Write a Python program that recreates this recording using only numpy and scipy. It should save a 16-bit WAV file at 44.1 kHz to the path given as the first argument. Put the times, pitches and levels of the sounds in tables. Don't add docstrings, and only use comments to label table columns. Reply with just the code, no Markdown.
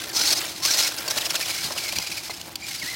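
import sys
import numpy as np
from scipy import signal
from scipy.fft import rfft, irfft, next_fast_len
from scipy.io import wavfile

SR = 44100
rng = np.random.default_rng(int(sys.argv[2]) if len(sys.argv) > 2 else 0)


def master(y):
    cut = np.clip(np.atleast_2d(y).T, -1, 1)
    pcm = np.round(cut * 32767)
    wavfile.write(sys.argv[1], SR, pcm.astype(np.int16))


N = 130095
T = np.arange(N) / SR


# [t/s, f/Hz, level/dB]
GEAR_SPEED = [(.13, 758.7, -67), (.18, 1302, -43.5), (.32, 2022, -58), (.6, 1000, -60), (.655, 1108, -44.5),
              (.69, 1532, -39), (.76, 1858, -49), (.86, 2264, -40), (.92, 1706, -62), (1.09, 1512, -44),
              (1.42, 2392, -71), (1.56, 2189, -42.5), (1.72, 2316, -62), (1.85, 2260, -42.5),
              (1.96, 2427, -48.5), (2.59, 2397, -68), (2.635, 2456, -36), (2.7, 2353, -66),
              (2.77, 2204, -65), (2.81, 2282, -50), (2.828, 2015, -36.5), (2.848, 1698, -53),
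              (2.885, 2056, -40), (2.95, 2114, -44)]
SPEED_HUNT = .012


def gearbox():
    tooth_hz, whine_db = in_time(GEAR_SPEED)
    tooth_hz = tooth_hz * (1 + SPEED_HUNT * drift(25))
    load, loaded_hz = catches()
    return rattle(tooth_hz, load) + gear_whine(tooth_hz, whine_db) + squeak(load, loaded_hz)


# [t/s, level/dB]
DRIVE = [(0, -32), (.06, -38), (.085, -56), (.125, -49), (.4, -32.5), (.6, -34.5), (.92, -34.5),
         (1.06, -37.5), (1.14, -28), (1.33, -34), (1.4, -28), (1.62, -28.5), (1.74, -33.5), (1.8, -29),
         (2.22, -35.5), (2.47, -40), (2.545, -50.5), (2.67, -31.5), (2.95, -33.5)]
# [middle t/s, level/dB]
GRINDS = [(0.038, -31.5), (0.198, -22.5), (0.216, -22.5), (0.328, -25.5), (.654, -21), (.687, -21.5),
          (0.723, -23), (0.745, -20.5), (.791, -21), (0.813, -20.5), (0.831, -27.5), (.879, -28.5),
          (0.985, -30.5), (1.11, -20.5), (1.641, -29), (1.669, -44), (1.725, -30.5)]
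# [f/Hz, level/dB]
TEETH = [(200, -39), (400, -20), (2500, 7.5), (4500, 5.5), (8000, 2), (12000, -2), (16000, -7.5)]
RATTLE_DB, TOOTH_SPREAD_DB, RATTLE_FLUTTER_DB = -1.5, 3, 4
PINION_TEETH, BUZZ_DB = 6, -3
CRAWL_RING_DB, CATCH_RATTLE_DB, BLIP_TEETH_DB = -2.5, -3.5, -5
BLIP_RISE_S, SPIN_UP_S = 0.017, 0.15


def rattle(tooth_hz, load):
    drive_db, = in_time(DRIVE)
    teeth = np.floor(np.cumsum(2 * tooth_hz * (1 + .3 * drift(900))) / SR)
    strikes = clicks(np.diff(teeth, prepend=0) > 0, TOOTH_SPREAD_DB) / np.sqrt(tooth_hz)
    strikes = strikes * from_db(RATTLE_FLUTTER_DB * np.tanh(drift(39.5)))
    turns = np.diff(np.floor(np.cumsum(tooth_hz / PINION_TEETH) / SR), prepend=0)

    force = np.hypot(from_db(drive_db + RATTLE_DB), from_db(CATCH_RATTLE_DB) * load) / np.sqrt(2)
    grind = sum(swell(s, db) for s, db in GRINDS)

    ring_force = np.hypot(from_db(CRAWL_RING_DB) * force, np.hypot(throttle(BLIP_RISE_S), grind))
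    housing = ring_force * housing_ring(rms_one(strikes) + from_db(BUZZ_DB) * rms_one(turns))

    strain = np.hypot(throttle(SPIN_UP_S), grind)
    clatter_force = np.hypot(force, from_db(BLIP_TEETH_DB) * strain)
    clatter = clatter_force * rms_one(colour(strikes, TEETH))
    return housing + clatter


# [start t/s, end t/s, level/dB]
BLIPS = [(0.127, 0.341, -23), (0.347, 0.394, -22.5), (0.617, 0.894, -25.5)]
BLIP_EDGE_S = 0.0035


def throttle(rise_s):
    force = 0
    for on, off, db in BLIPS:
        build_up = 1 - np.exp(-np.maximum(T - on, 0) / rise_s)
        switch_off = (1 - np.tanh((T - off) / BLIP_EDGE_S)) / 2
        force = force + from_db(db) * build_up * switch_off
    return force


# [f/Hz, width f/Hz, level/dB]
HOUSING = [(826, 92, -11.5), (1470, 74, -10.5), (2240, 75, -13.5), (4290, 360, 0), (5146, 340, 1),
           (6045, 220, -3.5), (7400, 470, -21.5)]
RING_WANDER, RING_FLUTTER_DB = .04, 4.5


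def housing_ring(strikes):
    out = 0
    for hz, width, db in HOUSING:
        turn = np.exp(2j * np.pi * np.cumsum(hz * (1 + RING_WANDER * drift(30))) / SR)
        r = np.exp(-np.pi * width / SR)
        ring = np.real(turn * signal.lfilter([1 - r], [1, -r], strikes / turn + 1e-18))
        out = out + from_db(db + RING_FLUTTER_DB * np.tanh(drift(40))) * ring
    return rms_one(out)


WHINE_DB, WHINE_RING_DB = 1, 0
SPEED_WOBBLE, WHINE_FLUTTER_DB = .036, 8


def gear_whine(tooth_hz, whine_db):
    whine = from_db(whine_db + WHINE_DB) * mesh_tone(tooth_hz, SPEED_WOBBLE, WHINE_FLUTTER_DB)
    return whine + from_db(WHINE_RING_DB) * resonate(whine, HOUSING)


# [f/Hz, width f/Hz, level/dB]
SQUEAK = [(4600, 900, 6)]
SQUEAL_DB, SQUEAL_WOBBLE = -5.5, .017


def squeak(load, loaded_hz):
    tone = rms_one(mesh_tone(loaded_hz, SQUEAL_WOBBLE, flutter_db=2.4))
    squeal = from_db(SQUEAL_DB) * load * tone
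    return squeal + resonate(squeal, SQUEAK)


# [middle t/s, level/dB, tooth rate f/Hz at the middle]
CATCHES = [(1.183, -25, 3322), (1.219, -25.5, 3210), (1.26, -23.5, 2890), (1.306, -22.5, 2830),
           (1.361, -20.5, 2950), (1.431, -26.5, 2371), (1.46, -26, 2938), (1.51, -26, 2296),
           (1.783, -24, 2690), (1.888, -28, 2113), (1.967, -26.5, 2386), (2.021, -29, 2104),
           (2.072, -28.5, 2530), (2.122, -27.5, 2410), (2.18, -28.5, 2373), (2.308, -29.5, 2088),
           (2.716, -33, 2130)]
SAG_S, LOADED_HZ = .011, 2050


def catches():
    load, hz = np.zeros(N), np.full(N, float(LOADED_HZ))
    for s, db, rate in CATCHES:
        grip = swell(s, db)
        sagging = LOADED_HZ + (rate - LOADED_HZ) * np.exp(np.minimum((s - T) / SAG_S, .5))
        hz = np.where(grip > load, sagging, hz)
        load = np.maximum(load, grip)
    return load, hz


SWELL_S = 0.0063


def swell(s, db):
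    return from_db(db) * np.exp(-.5 * np.minimum(((T - s) / SWELL_S) ** 2, 100))


OVERTONES_DB = [4, -3.5, -9]


def mesh_tone(hz, wobble, flutter_db):
    phase = 2 * np.pi * np.cumsum(hz * (1 + wobble * drift(200))) / SR
    tone = 0
    for k, db in enumerate(OVERTONES_DB, 1):
        flutter = rms_one(from_db(flutter_db * np.tanh(drift(70))))
        tone = tone + from_db(db) * flutter * np.sqrt(2) * np.sin(k * phase)
    return tone


HUM_HZ, HUM_WIDTH_HZ = 330, 35
HUM_DB, RECEDE_DB_PER_S = -47.5, 3


def motor_hum():
    drone = rms_one(resonate(rng.standard_normal(N), [(HUM_HZ, HUM_WIDTH_HZ, 0)]))
    return from_db(HUM_DB - RECEDE_DB_PER_S * T) * drone


# [t/s, level/dB]
ROLL = [(0, -44), (.2, -44), (.45, -38.5), (.57, -57), (.66, -41.5), (1.04, -43), (1.17, -40.5), (2.0, -47),
        (2.38, -56), (2.48, -46), (2.54, -56), (2.7, -67), (2.95, -47.5)]
# [f/Hz, level/dB]
GRIT = [(500, -21), (1500, 7.5), (4000, 3.5), (16000, -6.5)]
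GRAINS_PER_S, GRAIN_SPREAD_DB, GRAIN_CYCLES = 2200, 1, 52
GRIT_DB, CLUMP_DB = 3.5, 18


def gravel():
    crunch_db, = in_time(ROLL)
    grains = clicks(rng.random(N) < GRAINS_PER_S / SR, GRAIN_SPREAD_DB)
    grains = grains * from_db(CLUMP_DB * np.tanh(drift(30)))
    pitches = np.geomspace(1200, 15500, 20)
    dealt = rng.integers(0, len(pitches), N)
    rings = 0
    for k, hz in enumerate(pitches):
        rings = rings + resonate(grains * (dealt == k), [(hz, 2 * hz / GRAIN_CYCLES, 0)])
    return from_db(crunch_db + GRIT_DB) * rms_one(colour(rings, GRIT))


# [f/Hz, level/dB]
TYRES = [(80, -58), (330, -1.5), (780, -0.5), (2500, -13.5)]
ROLL_DB = 3.5


def tyres():
    roll_db, = in_time(ROLL)
    patter = clicks(rng.random(N) < 600 / SR, spread_db=4.5)
    return from_db(roll_db + ROLL_DB) * rms_one(colour(patter, TYRES))


# [t/s, level/dB]
BUMPS = [(0.203, -31.5), (1.076, -31), (1.166, -30), (1.342, -33.5), (1.705, -30), (1.762, -31.5),
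         (1.926, -35), (1.985, -32), (2.296, -33.5)]
# [f/Hz, level/dB]
CHASSIS = [(40, -40), (130, 4), (800, 14.5), (1400, 3.5), (12000, -31)]
BUMP_DB, BUMP_RISE_S, BUMP_FALL_S = 1, 0.00033, 0.013


def bumps():
    shake = 0
    for s, db in BUMPS:
        age = np.maximum(T - s, 0)
        shudder = (1 - np.exp(-age / BUMP_RISE_S)) * np.exp(-age / BUMP_FALL_S)
        shake = shake + from_db(db + BUMP_DB) * shudder
    return shake * rms_one(colour(rng.standard_normal(N), CHASSIS))


# [t/s, level/dB]
THUDS = [(1.636, -41), (1.96, -39.5), (2.09, -43.5), (2.819, -40.5)]
# [f/Hz, width f/Hz, level/dB]
WHEEL = [(90.82, 88, 3), (166.3, 260, -2)]
THUD_S = 0.013


def thuds():
    push = 0
    for s, db in THUDS:
        age = np.maximum(T - s, 0) / THUD_S
        push = push + from_db(db) * age * np.exp(1 - age)
    return push * rms_one(resonate(rng.standard_normal(N), WHEEL))


# [t/s, level/dB, length of the chatter t/s]
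KNOCKS = [(0.0972, -26, 0.005), (1.0782, -17, 0.0092), (1.175, -13, 0.0018), (1.924, -17, 0.0034),
          (1.9851, -11.5, 0.0028), (2.413, -22.5, 0.004), (2.5558, -17, 0.0045)]
# [f/Hz, width f/Hz, level/dB]
PEBBLE = [(1000, 190, -10.5), (2970, 470, 6), (4580, 200, 15), (5700, 200, 10), (6940, 400, 5.5),
          (11500, 27000, -5)]
KNOCK_DB = -5


def knocks():
    contact = 0
    for s, db, length in KNOCKS:
        hold = np.exp(-np.minimum(np.abs(T - s) / length, 3) ** 4)
        contact = contact + from_db(db + KNOCK_DB) * (T >= s) * hold
    chatter = rng.choice([-1., 1.], N)
    return resonate(contact * chatter, PEBBLE) / np.std(resonate(chatter, PEBBLE))


ECHO_DB, ECHO_T60_S = -16.5, 0.035


def echoes(x):
    age = T[:SR // 4]
    sparse = rng.standard_normal(len(age)) * (rng.random(len(age)) < .03)
    tail = sparse * (age > .002) * from_db(-60 * age / ECHO_T60_S)
    return from_db(ECHO_DB) * signal.fftconvolve(x, tail / np.linalg.norm(tail))[:N]


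# [f/Hz, level/dB]
GARDEN = [(25, -41), (60, -0.5), (110, 3.5), (500, -11), (780, -2), (1200, -11), (4000, -11), (16000, -69)]
GARDEN_DB = -46.5


def garden():
    return from_db(GARDEN_DB) * rms_one(colour(rng.standard_normal(N), GARDEN))


def from_db(db):
    return 10 ** (np.asarray(db) / 20)


def rms_one(x):
    return x / np.sqrt(np.mean(x ** 2) + 1e-20)


def in_time(rows):
    s, *columns = np.transpose(rows)
    return [np.interp(T, s, c) for c in columns]


def colour(x, spectrum):
    hz, db = np.transpose(spectrum)
    size = next_fast_len(N + SR // 10)
    f = np.maximum(np.fft.rfftfreq(size, 1 / SR), 1)
    gain = from_db(np.interp(np.log(f), np.log(hz), db))
    return irfft(rfft(x, size) * gain, size)[:N]


def drift(rate):
    r = np.exp(-80 * np.pi * rate / SR)
    noise = rng.standard_normal(N // 40 + 2002)
    slow = signal.lfilter([1], [1, -2 * r, r * r], noise)[2000:]
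    return np.interp(np.arange(N) / 40, np.arange(len(slow)), rms_one(slow))


def resonate(x, modes):
    out = 0
    for k, (hz, width, db) in enumerate(modes):
        r = np.exp(-np.pi * width / SR)
        poles = [1, -2 * r * np.cos(2 * np.pi * hz / SR), r * r]
        ring = (1 - r * r) / 2 * signal.lfilter([1, 0, -1], poles, x + 1e-18)
        out = out + (-1) ** k * from_db(db) * ring
    return out


def clicks(born, spread_db):
    size = from_db(spread_db * np.minimum(rng.exponential(1, N), 3.3))
    return born * size * rng.choice([-1, 1], N)


def scene():
    car = gearbox() + motor_hum() + gravel() + tyres() + bumps() + thuds() + knocks()
    mono = car + echoes(car) + garden()
    return np.array([mono, mono])


CUTOFF_HZ = 16000


def record(dry):
    thin = signal.sosfilt(signal.butter(2, 36, "high", fs=SR, output="sos"), dry)
    return signal.sosfilt(signal.ellip(12, .1, 85, CUTOFF_HZ, fs=SR, output="sos"), thin)


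dry = scene()
out = record(dry)
master(out)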